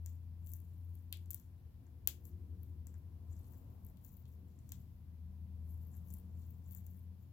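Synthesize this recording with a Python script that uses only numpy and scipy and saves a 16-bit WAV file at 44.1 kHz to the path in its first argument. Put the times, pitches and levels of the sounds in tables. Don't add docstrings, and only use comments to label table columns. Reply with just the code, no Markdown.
import sys
import numpy as np
from scipy import signal
from scipy.fft import rfft, irfft
from scipy.io import wavfile

SR = 44100
rng = np.random.default_rng(int(sys.argv[2]) if len(sys.argv) > 2 else 0)


def persist_wave(psi):
    counts = np.round(np.clip(psi, -1, 1) * 32767).astype(np.int16)
    wavfile.write(sys.argv[1], SR, np.atleast_2d(counts).T)


N = 322812
TIME = np.arange(N) / SR
SAMPLES_PER_MS = SR / 1000


def from_db(db):
    return 10 ** (np.asarray(db) / 20)


def unit_rms(x):
    return x / np.sqrt(np.mean(x ** 2) + 1e-30)


def in_time(rows):
    times_s, *columns = np.transpose(rows)
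    return [np.interp(TIME, times_s, column) for column in columns]


def at_hz(points, hz):
    known_hz, values = np.transpose(points)
    return np.interp(np.log(hz + 1), np.log(known_hz), values)


def drift(corner_hz):
    grid_s = np.linspace(0, TIME[-1], 4096)
    hz = np.arange(len(grid_s) // 2 + 1) / grid_s[-1]
    slow = irfft(rfft(rng.standard_normal(len(grid_s))) / (1 + (hz / corner_hz) ** 2))
    return np.interp(TIME, grid_s, unit_rms(slow))


def panned(pan_db):
    return from_db(np.array([[.5], [-.5]]) * pan_db)


# (frequency [Hz], coherence [0..1])
COHERENCE = [(25, .88), (60, .96), (85, .98), (130, .94), (300, .68), (700, .5), (1100, 0)]
# (frequency [Hz], left minus right [dB])
BALANCE = [(40, 1.2), (150, 2.5), (400, 5.9), (1000, 5), (2500, 0.63), (5000, 1), (7000, 2.8), (9000, 1.2),
           (15000, 9.5)]


def stereo_noise(spectrum):
    hz = np.arange(N // 2 + 1) * SR / N
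    mid, side = rfft(rng.standard_normal((2, N)))
    coherence = at_hz(COHERENCE, hz)
    pair = np.sqrt(1 + coherence) * mid + np.sqrt(1 - coherence) * side * [[1], [-1]]
    coloured = pair * from_db(at_hz(spectrum, hz)) * panned(at_hz(BALANCE, hz))
    return unit_rms(irfft(coloured, N))


# (time [s], firing rate [Hz], hum [dB], drone [dB])
FIRST_ENGINE = [(0, 83.6, -48.5, -88), (0.45, 85.3, -49, -86), (0.95, 86.3, -48.5, -82),
                (1.9, 88, -62.5, -84.5), (2.35, 88.77, -54, -76), (2.7, 89.96, -52.5, -80),
                (3.05, 93.1, -57.5, -96), (4.2, 95.4, -64.5, -99.5), (7.3, 102.2, -72.5, -90)]
SECOND_ENGINE = [(0, 71.06, -82, -92), (1, 73, -65.5, -79), (1.8, 78.2, -58, -91),
                 (2.2, 77.63, -51.5, -78.5), (3.3, 81.4, -49.5, -82.5), (3.95, 80.7, -57.5, -90),
                 (4.7, 80.1, -56.5, -82), (5.75, 80.72, -49, -91.5), (6.5, 82.52, -52, -89.5),
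                 (7.1, 85.15, -50.5, -90), (7.32, 85.1, -58, -86.5)]
# (order, level re hum [dB])
HUM_HARMONICS = [(1, -0.5), (2, -24), (3, -31)]


def engine(curve, waver_db=2.5, wander=.004):
    firing_hz, hum_db, drone_db = in_time(curve)
    phase = 2 * np.pi * np.cumsum(firing_hz * (1 + wander * drift(4.13))) / SR
    partials = [(order, hum_db + db) for order, db in HUM_HARMONICS] + [(4, drone_db)]
    hum = 0
    for order, level_db in partials:
        gain = from_db(level_db + waver_db * drift(8.4))
        hum += gain * np.sin(order * phase + rng.uniform(0, 2 * np.pi))
    return np.sqrt(2) * hum * panned(5.14)


# (frequency [Hz], relative density [dB])
RUMBLE_SPECTRUM = [(20, -14.5), (35, -9.5), (55, 4.5), (80, -3), (115, 3.5), (145, -5), (185, -8.5),
                   (225, -11), (275, -17.5), (400, -48.5)]
ROAR_SPECTRUM = [(150, -11), (230, -5.5), (280, 1.5), (325, -11.5), (370, -5), (410, -14), (480, -8),
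                 (580, -26), (900, -63)]
TYRE_SPECTRUM = [(300, -25.5), (520, 0), (680, 2.5), (850, -0.5), (1020, 1), (1250, -7.5), (2000, -26),
                 (5000, -35)]
# (nearest at [s], half-width [s], rumble [dB], roar [dB], tyres [dB])
PASSES = [(2.419, 0.4, -63.5, -69.5, -88), (3.58, 0.29, -59, -70, -76.5), (4.4, 0.12, -84, -70, -86.5),
          (4.73, 0.1, -54, -75.5, -86.5), (6.1, 0.45, -59.5, -72.5, -80)]


def road(rumble_db=-60, roar_db=-75.5, tyre_db=-82.5):
    power = from_db([[rumble_db], [roar_db], [tyre_db]]) ** 2
    for nearest_s, half_s, *levels_db in PASSES:
        swell = 2 ** -(((TIME - nearest_s) / half_s) ** 2)
        power = power + np.outer(from_db(levels_db) ** 2, swell)
    spectra = RUMBLE_SPECTRUM, ROAR_SPECTRUM, TYRE_SPECTRUM
    return sum(gain * stereo_noise(spectrum) for gain, spectrum in zip(np.sqrt(power), spectra))


# (time [s], level [dB])
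BOOM_LEVEL = [(0, -70.5), (1.6, -81.5), (2.5, -67), (3.0, -71.5), (3.6, -67), (4.3, -67.5), (4.7, -68),
              (5.1, -67.5), (6.1, -62.5), (7.3, -65)]
# (frequency [Hz], relative density [dB])
BOOM_SPECTRUM = [(100, -31), (160, -7), (184, 10.5), (200, -3), (222, -2.5), (260, -27), (500, -71)]


def boom():
    level_db, = in_time(BOOM_LEVEL)
    return from_db(level_db) * stereo_noise(BOOM_SPECTRUM)


# (frequency [Hz], relative density [dB])
HISS_SPECTRUM = [(300, -3.5), (1500, 7), (3000, 4), (5000, 0.5), (7300, -8), (8300, -22.5), (10000, -2.5),
                 (11500, 5.5), (15500, 2.5), (16500, -14.5)]


def hiss(level_db=-81.5):
    return from_db(level_db) * stereo_noise(HISS_SPECTRUM)


def crack_force(times_s, levels_db, splinter=.1, splinter_s=.0004):
    age_s = np.arange(SR // 200) / SR
    cracks = splinter * rng.standard_normal((len(times_s), len(age_s))) * np.exp(-age_s / splinter_s)
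    cracks[:, 0] = 1
    force = np.zeros(N)
    for time_s, level_db, crack in zip(times_s, levels_db, cracks):
        start = round(time_s * SR)
        gain = from_db(level_db) * np.sqrt(SAMPLES_PER_MS) / np.linalg.norm(crack)
        force[start:start + len(crack)] += gain * crack
    return force


# (time [s], knock [dB], tick [dB], high snap [dB])
SEED_SNAPS = [(0.061, -64, -45, -43.5), (0.464, -74, -71, -51), (0.471, -74, -59, -49),
              (0.5185, -82, -64, -46), (0.536, -75, -53, -39.5), (0.5667, -85, -78, -52),
              (0.6025, -85, -75, -56), (0.9538, -74, -81, -55), (1.1264, -41, -44.5, -36.5),
              (1.1713, -76, -65, -55), (1.2592, -74, -66, -65), (1.3062, -60.5, -49.5, -35),
              (1.3112, -75, -50.5, -36), (1.3328, -81, -56, -43), (1.3449, -64, -51, -33),
              (1.3984, -76, -60.5, -55), (2.0741, -37, -32, -17.5), (2.2535, -72.5, -58, -48),
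              (2.6326, -74, -76, -53), (2.8697, -73, -52, -49), (3.8487, -82, -71, -51.5),
              (3.8663, -86, -73, -51), (3.9716, -73, -73, -62), (4.0477, -74, -60, -50),
              (4.1691, -80.5, -83.5, -55), (4.2548, -69.5, -73, -74), (4.5893, -88, -65, -71),
              (4.6919, -74, -57.5, -53), (4.7201, -52, -43, -37), (6.1041, -79, -60, -52),
              (6.1387, -74, -58.5, -42.5), (6.5062, -87, -90, -54), (6.71, -84, -62, -51),
              (6.749, -76, -59, -41.5), (6.8662, -76, -61.5, -50)]


def seed_snaps(thud_re_tick_db=-16):
    times_s, knock_db, tick_db, snap_db = np.transpose(SEED_SNAPS)
    return [crack_force(times_s, db) for db in (tick_db + thud_re_tick_db, knock_db, tick_db, snap_db)]


def husk_force(grains_per_s=800, spread_db=4.0, rub_re_grains=.49):
    sizes = from_db(spread_db * np.minimum(rng.exponential(1, N), 3))
    grains = sizes * rng.choice([-1, 1], N) * (rng.random(N) < grains_per_s / SR)
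    return unit_rms(unit_rms(grains) + rub_re_grains * rng.standard_normal(N))


def crumb_force(crumbs_per_s=30, re_rustle_db=6, spread_db=3.5):
    sizes = from_db(re_rustle_db + spread_db * np.clip(rng.standard_normal(N), -2, 2))
    return np.sqrt(SAMPLES_PER_MS) * sizes * (rng.random(N) < crumbs_per_s / SR)


# (time [s], hold [s], husk [dB], stalk [dB], grip tilt [dB/mode])
TUGS = [(0.08, 0.044, -74, -85.5, 1), (0.48, 0.072, -66.5, -83, 0), (0.6, .4, -82, -95, -1.5),
        (1.13, 0.094, -88, -93, -4), (1.338, 0.077, -76, -84, -1), (2.265, 0.014, -73, -85, 1.5),
        (2.645, .01, -76, -91.5, 0.5), (2.89, .06, -82, -92, 0.5), (3.31, 0.15, -78, -84, -0.5),
        (3.5, .06, -70.5, -85.5, 2.5), (3.69, .05, -79, -96, 2), (3.87, 0.0047, -72, -89, 0),
        (4.05, 0.026, -65, -84, 2), (4.11, 0.066, -74, -90, 2.5), (4.28, 0.044, -76.5, -92, 1),
        (4.495, 0.0051, -83, -89, 0), (4.68, .15, -79, -93, 3), (4.94, .01, -80, -99.5, -0.5),
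        (5.689, 0.051, -72, -89, -1.5), (5.835, .005, -76, -93, -0.5), (5.94, 0.033, -72.5, -85, -2),
        (6.09, 0.083, -69, -83, -1), (6.379, .04, -76.5, -82.5, -3), (6.47, 0.075, -74, -94.5, 5.5),
        (6.65, .05, -77, -85, 2), (6.72, 0.049, -65, -81, 0.5), (6.87, .12, -74, -93, 0.5),
        (7.21, .02, -83.5, -93, 0)]


def tugs(attack_s=.029, release_s=.042):
    power, tilt_sum_db, weight = 0, 0, 1e-3
    for time_s, hold_s, husk_db, stalk_db, tilt_db in TUGS:
        before = np.maximum(time_s - TIME, 0) / attack_s
        after = np.maximum(TIME - time_s - hold_s, 0) / release_s
        effort = np.exp(-2 * np.minimum(before + after, 20))
        power += from_db([[husk_db], [stalk_db]]) ** 2 * effort
        tilt_sum_db += tilt_db * effort
        weight += effort
    husk_gain, stalk_gain = np.sqrt(power)
    grains = husk_force()
    return grains * husk_gain, grains * stalk_gain, crumb_force() * husk_gain, tilt_sum_db / weight


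def grip_gains(tilt_db, modes):
    shares = from_db([[left_db] for _, _, left_db, _ in modes]) ** 2
    gains = from_db(np.outer(np.arange(len(modes)), tilt_db))
    return gains / np.sqrt((shares * gains ** 2).sum(0) / shares.sum())


# (time [s], level [dB])
PECKS = [(1.8672, -68.5), (2.9417, -63), (3.5355, -65), (5.9415, -68)]


def carpet_pecks():
    return crack_force(*np.transpose(PECKS))


def bandpass(x, hz, width_hz):
    edges_hz = np.clip([hz - width_hz / 2, hz + width_hz / 2], 200, .45 * SR)
    return signal.sosfilt(signal.butter(2, edges_hz, "band", fs=SR, output="sos"), x + 1e-18)


def resonate(hits, rustle, modes, grip=None, shift_db=5.5, send_widening=1.8):
    direct, send, energy = np.zeros((2, N)), np.zeros(N), 0
    for k, (hz, width_hz, left_db, right_db) in enumerate(modes):
        colour = from_db(shift_db * drift(40.0))
        force = (-1) ** k * (hits + rustle * colour) * (1 if grip is None else grip[k])
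        direct += from_db([[left_db], [right_db]]) * bandpass(force, hz, width_hz)
        send += from_db(left_db) * bandpass(force, hz, send_widening * width_hz) / np.sqrt(send_widening)
        energy += from_db(left_db) ** 2 * 2 * width_hz / SR
    return direct / np.sqrt(energy), send / np.sqrt(energy)


# (frequency [Hz], width [Hz], relative left [dB], relative right [dB])
THUD_MODES = [(726, 480, 3, -5.5), (1737, 470, 2, -5.5)]
KNOCK_MODES = [(3040, 750, 1, -11), (4150, 1000, -1.5, -3)]
TICK_MODES = [(6220, 1400, -5, -14), (7330, 750, 3.5, -27), (8360, 610, -20, -2)]
SNAP_MODES = [(10260, 2100, -4, -13.5), (12830, 1900, 1.5, -7.5), (14410, 600, 10, -18.5),
              (15200, 1400, -1, -20.5)]


def parakeet(low_stalk_db=-11, peck_tick_db=-2, crumb_tick_db=-13, right_lag_s=.00016):
    thuds, knocks, ticks, snaps = seed_snaps()
    husks, stalk, crumbs, tilt_db = tugs()
    pecks = carpet_pecks()
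    low_stalk = stalk * from_db(low_stalk_db)
    ticks += pecks * from_db(peck_tick_db) + crumbs * from_db(crumb_tick_db)
    thud, thud_send = resonate(thuds + pecks, low_stalk, THUD_MODES)
    knock, knock_send = resonate(knocks, low_stalk, KNOCK_MODES)
    tick, tick_send = resonate(ticks, stalk, TICK_MODES)
    snap, snap_send = resonate(snaps + crumbs, husks, SNAP_MODES, grip_gains(tilt_db, SNAP_MODES))
    left, right = thud + knock + tick + snap
    direct = np.array([left, np.roll(right, round(right_lag_s * SR))])
    send = (from_db(-5.5) * thud_send + from_db(-6.5) * knock_send
            + from_db(-11.5) * tick_send + from_db(-19) * snap_send)
    return direct + reflections(direct) + room_tail(send)


# (delay [s], level [dB])
REFLECTIONS = [(.0019, -15), (.0028, -21), (.0127, -23), (.0171, -23)]


def reflections(direct):
    return sum(from_db(db) * np.roll(direct, round(delay_s * SR), axis=1) for delay_s, db in REFLECTIONS)


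def room_tail(send, t60_s=.19, build_s=.00083, pan_db=9.0):
    age_s = TIME[:SR // 2]
    envelope = from_db(-60 * age_s / t60_s) * (1 - np.exp(-age_s / build_s))
    tail = rng.standard_normal((2, len(age_s))) * envelope
    tail *= panned(pan_db) / np.linalg.norm(tail[0])
    return signal.oaconvolve(send[None], tail, axes=1)[:, :N]


def scene():
    traffic = engine(FIRST_ENGINE) + engine(SECOND_ENGINE) + road() + boom()
    return traffic + hiss() + parakeet()


def record(dry):
    cutoff_hz = 16450
    return signal.sosfilt(signal.ellip(10, .2, 70, cutoff_hz, fs=SR, output="sos"), dry)


dry = scene()
out = record(dry)
persist_wave(out)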